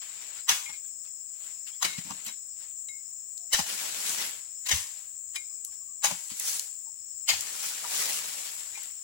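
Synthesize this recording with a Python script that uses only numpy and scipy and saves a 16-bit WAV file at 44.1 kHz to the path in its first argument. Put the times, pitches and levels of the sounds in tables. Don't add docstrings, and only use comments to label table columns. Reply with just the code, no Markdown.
import sys
import numpy as np
from scipy import signal
from scipy.fft import rfft, irfft, next_fast_len
from scipy.io import wavfile

SR = 44100
rng = np.random.default_rng(int(sys.argv[2]) if len(sys.argv) > 2 else 0)


def pcm_store(signal):
    levels = np.round(np.clip(np.atleast_2d(signal), -1, 1) * 32767)
    wavfile.write(sys.argv[1], SR, levels.astype(np.int16).T)


N = 398223
T = np.arange(N) / SR


def amp(db):
    return 10 ** (np.asarray(db) / 20)


def evened(x):
    return x / np.sqrt(np.mean(x ** 2) + 1e-20)


def read(points, hz):
    f, value = np.transpose(points)
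    return np.interp(np.log(hz + 1), np.log(f + 1), value)


def shaped(x, gain):
    size = next_fast_len(x.shape[-1])
    hz = np.fft.rfftfreq(size, 1 / SR) + 1
    return irfft(rfft(x, size) * gain(hz), size)[..., :x.shape[-1]]


def resonance(f, hz, width):
    return 1 / (1 + 1j * (f / hz - hz / f) / width)


def add(mix, start_s, sound):
    part = mix[..., max(round(start_s * SR), 0):][..., :sound.shape[-1]]
    part += sound[..., :part.shape[-1]]


def drift(rate_hz, size=N):
    return evened(shaped(rng.standard_normal(size), lambda f: 1 / (1 + (f / rate_hz) ** 4)))


def crackle(shape, per_s, spread_db):
    size = amp(spread_db * np.minimum(rng.exponential(1, shape), 5))
    sign = rng.choice([-1, 1], shape)
    struck = rng.random(shape) < per_s / SR
    return evened(size * sign * struck)


def burst(t, rise_s, decay_s):
    return np.exp(np.minimum(t / rise_s, -t / decay_s))


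def swell(t, rise_s, decay_s):
    return np.exp(-.5 * np.logaddexp(-2 * t / rise_s, 2 * t / decay_s))


def patchy(x, depth_db):
    z = signal.stft(x, SR, nperseg=512)[2]
    smoother = np.outer(np.hanning(9), np.hanning(9))
    field = signal.fftconvolve(rng.standard_normal(z.shape[-2:]), smoother, "same")
    varied = z * amp(depth_db * evened(field))
    return evened(signal.istft(varied, SR, nperseg=512)[1][..., :x.shape[-1]])


GROVE_T60_S, LEFT_LAG_SAMPLES = 0.43, 44


def grove(x, scatter_db, tail_db):
    t = np.arange(SR // 2) / SR
    near = rng.standard_normal((2, len(t))) * np.exp(-t / 0.0057)
    tail = rng.standard_normal((2, len(t))) * (1 - np.exp(-t / 0.003))
    tail *= amp(-60 * t / GROVE_T60_S)
    tail = signal.lfilter(*signal.butter(1, 1100, "high", fs=SR), tail)
    paths = np.zeros((2, len(t)))
    for db, response in [(scatter_db, near), (tail_db, tail)]:
        paths += amp(db) * response / np.linalg.norm(response, axis=1, keepdims=True)
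    paths[0, LEFT_LAG_SAMPLES] += 1
    paths[1, 0] += 1
    return signal.fftconvolve(x[None], paths, axes=1)


# f/Hz, relative level/dB per Hz
CHORUS_SPECTRUM = [(4300, -51), (6150, -24), (6850, -3), (7500, 3.5), (8050, -2.5), (8600, -12.5),
                   (9300, -67), (13700, -60.5), (14400, -29), (15100, -10.5), (15700, -12.5), (16000, -46)]


def insects():
    buzz = shaped(rng.standard_normal((2, N)), lambda f: amp(read(CHORUS_SPECTRUM, f)))
    left_gain = [(5400, 1), (7200, 4.6), (15000, 3.6)]  # f/Hz, gain/dB
    left = shaped(buzz[0], lambda f: amp(read(left_gain, f)))
    flutter = amp(.5 * drift(23.3) + 0.55 * drift(4.7))
    return amp(-41.5) * flutter * np.array([left, buzz[1]]) / np.std(left)


def trill():
    band = evened(shaped(rng.standard_normal((2, N)), lambda f: resonance(f, 5350, .11) ** 3))
    shift_hz = 55 * drift(8)
    waver = np.exp(2j * np.pi * np.cumsum(shift_hz) / SR)
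    phrases = amp(3.2 * np.minimum(drift(9), .7))
    return amp(-59.5) * phrases * (signal.hilbert(band) * waver).real


# f/Hz, relative level/dB per Hz
AIR_SPECTRUM = [(20, -7.5), (90, 12.5), (200, 0.5), (500, -2), (1100, -3), (3800, -2.5), (9000, -3.5),
                (13000, -18)]


def air():
    return amp(-68.0) * evened(shaped(rng.standard_normal((2, N)), lambda f: amp(read(AIR_SPECTRUM, f))))


# f/Hz, relative level/dB per Hz
LEAF_SPECTRUM = [(40, -19), (100, -14), (200, -7), (400, -7.5), (650, -2.5), (900, -2.5), (1500, -0.5),
                 (2500, 2), (6000, 1), (8500, -3), (10800, -5), (13500, -13.5), (15500, -4.5)]
# t/s, level/dB
LEAF_BRUSHES = [(0.02, -44.5), (0.218, -45), (0.372, -43.5), (0.734, -46), (0.85, -57), (1.053, -54.5),
                (1.674, -44), (1.748, -52), (2.178, -51), (2.285, -40), (5.724, -55.5), (6.306, -40.5),
                (6.405, -40), (7.635, -35), (8.464, -38.5)]
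BRUSH_RISE_S, BRUSH_DECAY_S = 0.0082, .03


def brushes():
    force = sum(amp(db) * burst(T - s, BRUSH_RISE_S, BRUSH_DECAY_S) for s, db in LEAF_BRUSHES)
    leaves = shaped(crackle((2, N), per_s=3000, spread_db=0.0),
                    lambda f: amp(read(LEAF_SPECTRUM, f)) * resonance(f, 6450, 6.3))
    return force * patchy(leaves, depth_db=4.0)


# start t/s, end t/s, relative swish level/dB, relative crackle level/dB
FROND_SLIDES = [(0.023, 0.402, -56, -65.5), (1.895, 2.287, -56, -62.5), (3.665, 4.22, -44, -46),
                (6.17, 6.45, -65, -56.5), (7.35, 8.01, -48.5, -50), (8.735, 8.873, -56, -60)]
SLIDE_RISE_S, SLIDE_RELEASE_S = .006, 0.026
# t/s, relative swish level/dB, build-up/s, settling/s, crackle setting relative to swish setting/dB
FOLIAGE_RUSTLES = [(1.46, -56, 0.064, 0.08, -3), (2.63, -57.5, .035, .05, -5),
                   (3.695, -39, .008, 0.021, -3.5), (4.08, -38.5, 0.034, .06, 1),
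                   (4.214, -38, 0.028, 0.081, -3.5), (5.001, -59, 0.18, .07, -1),
                   (6.499, -41, 0.066, 0.072, 5.5), (7.69, -45.5, 0.09, 0.029, 5),
                   (7.999, -36, 0.087, .2, -1), (8.35, -47, 0.3, 0.28, 0.5)]


def leaf_motion():
    moves = []
    for s, db, rise_s, decay_s, crackle_db in FOLIAGE_RUSTLES:
        moves.append((swell(T - s, rise_s, decay_s), db, db + crackle_db))
    for start_s, end_s, swish_db, crackle_db in FROND_SLIDES:
        from_slide_s = T - np.clip(T, start_s, end_s)
        moves.append((burst(from_slide_s, SLIDE_RISE_S, SLIDE_RELEASE_S), swish_db, crackle_db))
    return np.sqrt(sum((amp([[swish_db], [crackle_db]]) * shape) ** 2 for shape, swish_db, crackle_db in moves))


def fronds():
    swish, flick = leaf_motion()
    low = shaped(crackle((2, N), per_s=7000, spread_db=2),
                 lambda f: amp(read(LEAF_SPECTRUM, f)) / np.hypot(1, (f / 6000) ** 3))
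    high = shaped(crackle((2, N), per_s=7000, spread_db=2),
                  lambda f: amp(read(LEAF_SPECTRUM, f)) / np.hypot(1, (6000 / f) ** 3))
    low, high = patchy(low, depth_db=1.7), patchy(high, depth_db=1.7)
    clumps = amp(0.75 * drift(35) + 0.5 * np.array([drift(120), drift(121.9)]))
    ticks = shaped(crackle((2, N), per_s=60, spread_db=2.5), lambda f: resonance(f, 4500, 2))
    ticks = amp(-3.5) * swish * evened(ticks)
    return clumps * (amp(3.5) * swish * low + amp(10.5) * flick * high) + ticks


# t/s, level/dB, centre f/Hz
RIB_SNAPS = [(0.268, -40, 6000), (2.25, -35, 13000), (2.264, -31, 11000), (2.281, -35, 10000),
             (3.377, -33, 6500), (5.648, -26, 8000), (6.398, -22, 9000), (6.595, -21, 6200),
             (7.408, -20.5, 7000), (8.552, -33, 11000), (8.833, -33, 9000)]


def snaps():
    out, t = np.zeros((2, N)), np.arange(-256, 1792) / SR
    for s, db, hz in RIB_SNAPS:
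        crack = evened(shaped(rng.standard_normal(len(t)),
                              lambda f: resonance(f, hz, 1.4) ** 3 / np.hypot(1, (hz / 3 / f) ** 3)))
        crack = amp(db) * burst(t, .0003, .0018) * crack
        add(out, s + t[0], grove(crack, scatter_db=-11, tail_db=-10))
    return out


# f/Hz, relative level/dB per Hz
FIBRE_SPECTRUM = [(60, -24.5), (250, -25.5), (550, -8.5), (900, -19.5), (1500, -4), (2300, 0.5),
                  (4100, -1.5), (6500, 0), (8500, -5), (11000, -10.5), (13500, -16), (15500, -11.5)]


def cut(s, tear_db, rise_s, decay_s, tilt_db_per_octave, knock_db, knock_hz):
    t = np.arange(-4096, 12288) / SR
    force = burst(t, rise_s, decay_s) * amp(1.2 * drift(260, size=len(t)))
    tear = shaped(crackle(len(t), per_s=9700, spread_db=1.0),
                  lambda f: amp(read(FIBRE_SPECTRUM, f) + tilt_db_per_octave * np.log2(f / 4000)))
    stalk = shaped(rng.standard_normal(len(t)), lambda f: resonance(f, knock_hz, 0.56) ** 2)
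    blow = force * (amp(tear_db) * patchy(tear, depth_db=2) + amp(knock_db) * evened(stalk))
    shake_db = -6.0 + 0.66 * (tear_db + 24.5)
    return s + t[0], amp(1.0) * grove(blow, scatter_db=-2.0, tail_db=shake_db)


def thud(s, db, hz, decay_s):
    t = np.arange(-1024, 12288) / SR
    rumble = evened(shaped(rng.standard_normal(len(t)), lambda f: resonance(f, hz, 1.1) ** 2))
    swing = np.sin(2 * np.pi * hz * t) + 0.84 * rumble
    swing *= amp(db - 2.5) * burst(t, 0.0014, decay_s)
    radiated = shaped(swing, lambda f: 1 / np.hypot(1, (55 / f) ** 3))
    return s + t[0], grove(radiated, scatter_db=-15, tail_db=-15)


# t/s, bite level/dB, woody knock level/dB,
# knock f/Hz, bite decay/s, split delay/s, split level/dB, trunk thud level/dB, crown hiss level/dB
CHISEL_CHOPS = [(0.493, -20, -29.5, 1057, 0.012, 0.022, -26, -55.5, -36.5),
                (1.829, -23.5, -33.5, 1090, 0.0039, 0.019, -24, -45, -44.5),
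                (3.533, -20, -40.5, 900, 0.0089, .013, -24, -55, -34),
                (4.692, -26.5, -42, 1010, 0.0096, 0.022, -22, -47.5, -31),
                (6.044, -21, -33, 910, 0.019, 0.0097, -33, -52, -40),
                (7.29, -21, -41, 985, 0.017, 0.023, -35.5, -58, -46)]
BITE_RISE_S, BITE_TILT_DB_PER_OCTAVE = 0.0056, .5
SPLIT_RISE_S, SPLIT_DECAY_S, SPLIT_TILT_DB_PER_OCTAVE = 0.0052, .012, -1.34
HISS_AFTER_S, HISS_RISE_S, HISS_DECAY_S, HISS_TILT_DB_PER_OCTAVE = .028, 0.018, 0.065, 5.5
SPLIT_KNOCK_DB, HISS_KNOCK_DB = -13, -20
TRUNK_HZ, TRUNK_DECAY_S = 182.4, 0.038


def chops():
    out = np.zeros((2, N))
    for s, bite_db, knock_db, knock_hz, decay_s, after_s, split_db, trunk_db, hiss_db in CHISEL_CHOPS:
        split_s = s + after_s
        add(out, *cut(s, bite_db, BITE_RISE_S, decay_s, BITE_TILT_DB_PER_OCTAVE, knock_db, knock_hz))
        add(out, *cut(split_s, split_db, SPLIT_RISE_S, SPLIT_DECAY_S, SPLIT_TILT_DB_PER_OCTAVE,
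                      split_db + SPLIT_KNOCK_DB, knock_hz))
        add(out, *thud(split_s, trunk_db, TRUNK_HZ, TRUNK_DECAY_S))
        add(out, *cut(split_s + HISS_AFTER_S, hiss_db, HISS_RISE_S, HISS_DECAY_S, HISS_TILT_DB_PER_OCTAVE,
                      hiss_db + HISS_KNOCK_DB, knock_hz))
    return out


# t/s, relative blade level/dB, relative socket level/dB,
# gain of modes above the first/dB, time until a touch damps it/s
STEEL_CLINKS = [(0.659, -42.5, -42, -21, 0.056), (0.73, -54, -47, -19, .04), (1.88, -41, -58, 0, .078),
                (1.93, -43.5, -55, -4, 0.036), (2.28, -54, -60, 6, 0.044), (2.884, -46, -70, -4.5, 0.13),
                (4.662, -46, -51, 5, .003), (5.359, -45, -34.5, -1, 0.079), (7.29, -31, -31, -21, 0.033),
                (8.75, -50, -39, -12, 0.059)]
# f/Hz, relative level/dB, free t60/s
BLADE_MODES = [(2159, -1, 0.44), (3870, 7.5, 0.12), (5170, -6, .08), (10400, 2, 0.074)]
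# f/Hz, relative level/dB, free t60/s
SOCKET_MODES = [(2400, 1.5, 0.15), (4872, -9, 0.15), (10800, -5, 0.09)]
TOUCH_T60_S = 0.081


def clinks():
    out, t = np.zeros(N), np.arange(SR // 2) / SR
    for s, blade_db, socket_db, upper_db, free_s in STEEL_CLINKS:
        ring = np.zeros(len(t))
        for modes, part_db in [(BLADE_MODES, blade_db), (SOCKET_MODES, socket_db)]:
            for k, (hz, db, t60_s) in enumerate(modes):
                mode_db = part_db + db + upper_db * (k > 0)
                level = amp(mode_db - 60 * t / t60_s + 1.5 * drift(40, size=len(t)))
                ring += level * np.sin(2 * np.pi * (hz * t + rng.random()))
        ring *= amp(-60 * np.maximum(t - free_s, 0) / TOUCH_T60_S)
        scrape = evened(shaped(rng.standard_normal(len(t)), lambda f: amp(read(FIBRE_SPECTRUM, f))))
        scrape *= amp(blade_db) * np.exp(-t / 0.0069)
        add(out, s, ring * (1 - np.exp(-t / 0.0011)) + scrape)
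    return out


# t/s, thud level/dB, thud f/Hz,
# thud decay/s, woody knock level/dB, knock f/Hz, fibre crunch level/dB
WOOD_BUMPS = [(0.697, -57, 152, 0.022, -49, 950, -43), (1.986, -33.5, 176, 0.0092, -74, 1000, -36.5),
              (2.05, -49.5, 182.4, .07, -77, 900, -46), (2.108, -37.5, 175, 0.016, -39, 950, -39.5),
              (2.268, -48, 224, 0.025, -64, 930, -37), (3.593, -31.5, 183, 0.0076, -33, 800, -28),
              (3.602, -45.5, 76, 0.022, -50, 815, -42), (4.668, -74, 180, .01, -49, 1150, -33.5),
              (4.734, -33.5, 76.5, 0.026, -53.5, 800, -44), (5.36, -67, 380, 0.044, -49, 1080, -34),
              (6.112, -40, 172, 0.021, -37.5, 820, -35), (6.318, -47, 194, 0.013, -73, 890, -42.5),
              (7.336, -50, 91, .036, -45, 825, -33), (7.847, -68, 150, 0.013, -41, 990, -48),
              (8.777, -78, 200, .01, -52, 800, -48)]
BUMP_RISE_S, BUMP_DECAY_S, BUMP_TILT_DB_PER_OCTAVE = 0.007, 0.0098, 1


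def bumps():
    out = np.zeros((2, N))
    for s, thud_db, thud_hz, decay_s, knock_db, knock_hz, crunch_db in WOOD_BUMPS:
        add(out, *cut(s, crunch_db, BUMP_RISE_S, BUMP_DECAY_S, BUMP_TILT_DB_PER_OCTAVE, knock_db, knock_hz))
        add(out, *thud(s, thud_db, thud_hz, decay_s))
    return out


# t/s, length/s, start f/Hz, end f/Hz, peak level before the grove/dB
BIRD_NOTES = [(3.37, .12, 745, 670, -64), (5.49, 0.059, 1140, 1210, -72), (5.66, 0.052, 1105, 1170, -65.5),
              (5.8, 0.047, 1125, 1130, -68), (5.858, 0.09, 1103, 1210, -68.5), (6.85, 0.063, 937, 863, -62)]


def bird():
    out = np.zeros(N)
    for s, length_s, start_hz, end_hz, db in BIRD_NOTES:
        hz = np.linspace(start_hz, end_hz, int(length_s * SR))
        add(out, s, amp(db) * np.hanning(len(hz)) * np.sin(2 * np.pi * np.cumsum(hz) / SR))
    return out


def scene():
    ambience = insects() + trill() + air()
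    leaves = brushes() + fronds()
    tones = grove(clinks() + bird(), scatter_db=-14, tail_db=-13)
    work = snaps() + chops() + bumps() + tones[:, :N]
    return ambience + leaves + work


# f/Hz, left-minus-right level/dB
MIC_DIFFERENCE = [(100, 3), (700, 2.5), (1300, 4), (2400, 7.5), (4400, 1.5), (8000, 10), (11000, -10.5),
                  (15000, 0.5)]
EDGE_HZ = 16250


def record(dry):
    pair = shaped(dry, lambda f: amp(np.array([[.5], [-.5]]) * read(MIC_DIFFERENCE, f)))
    pair = pair / (1 + (pair / .5) ** 4) ** .25
    low_pass = signal.firwin(255, EDGE_HZ, window=("kaiser", 9), fs=SR)
    return signal.oaconvolve(pair, low_pass[None], "same")


dry = scene()
out = record(dry)
pcm_store(out)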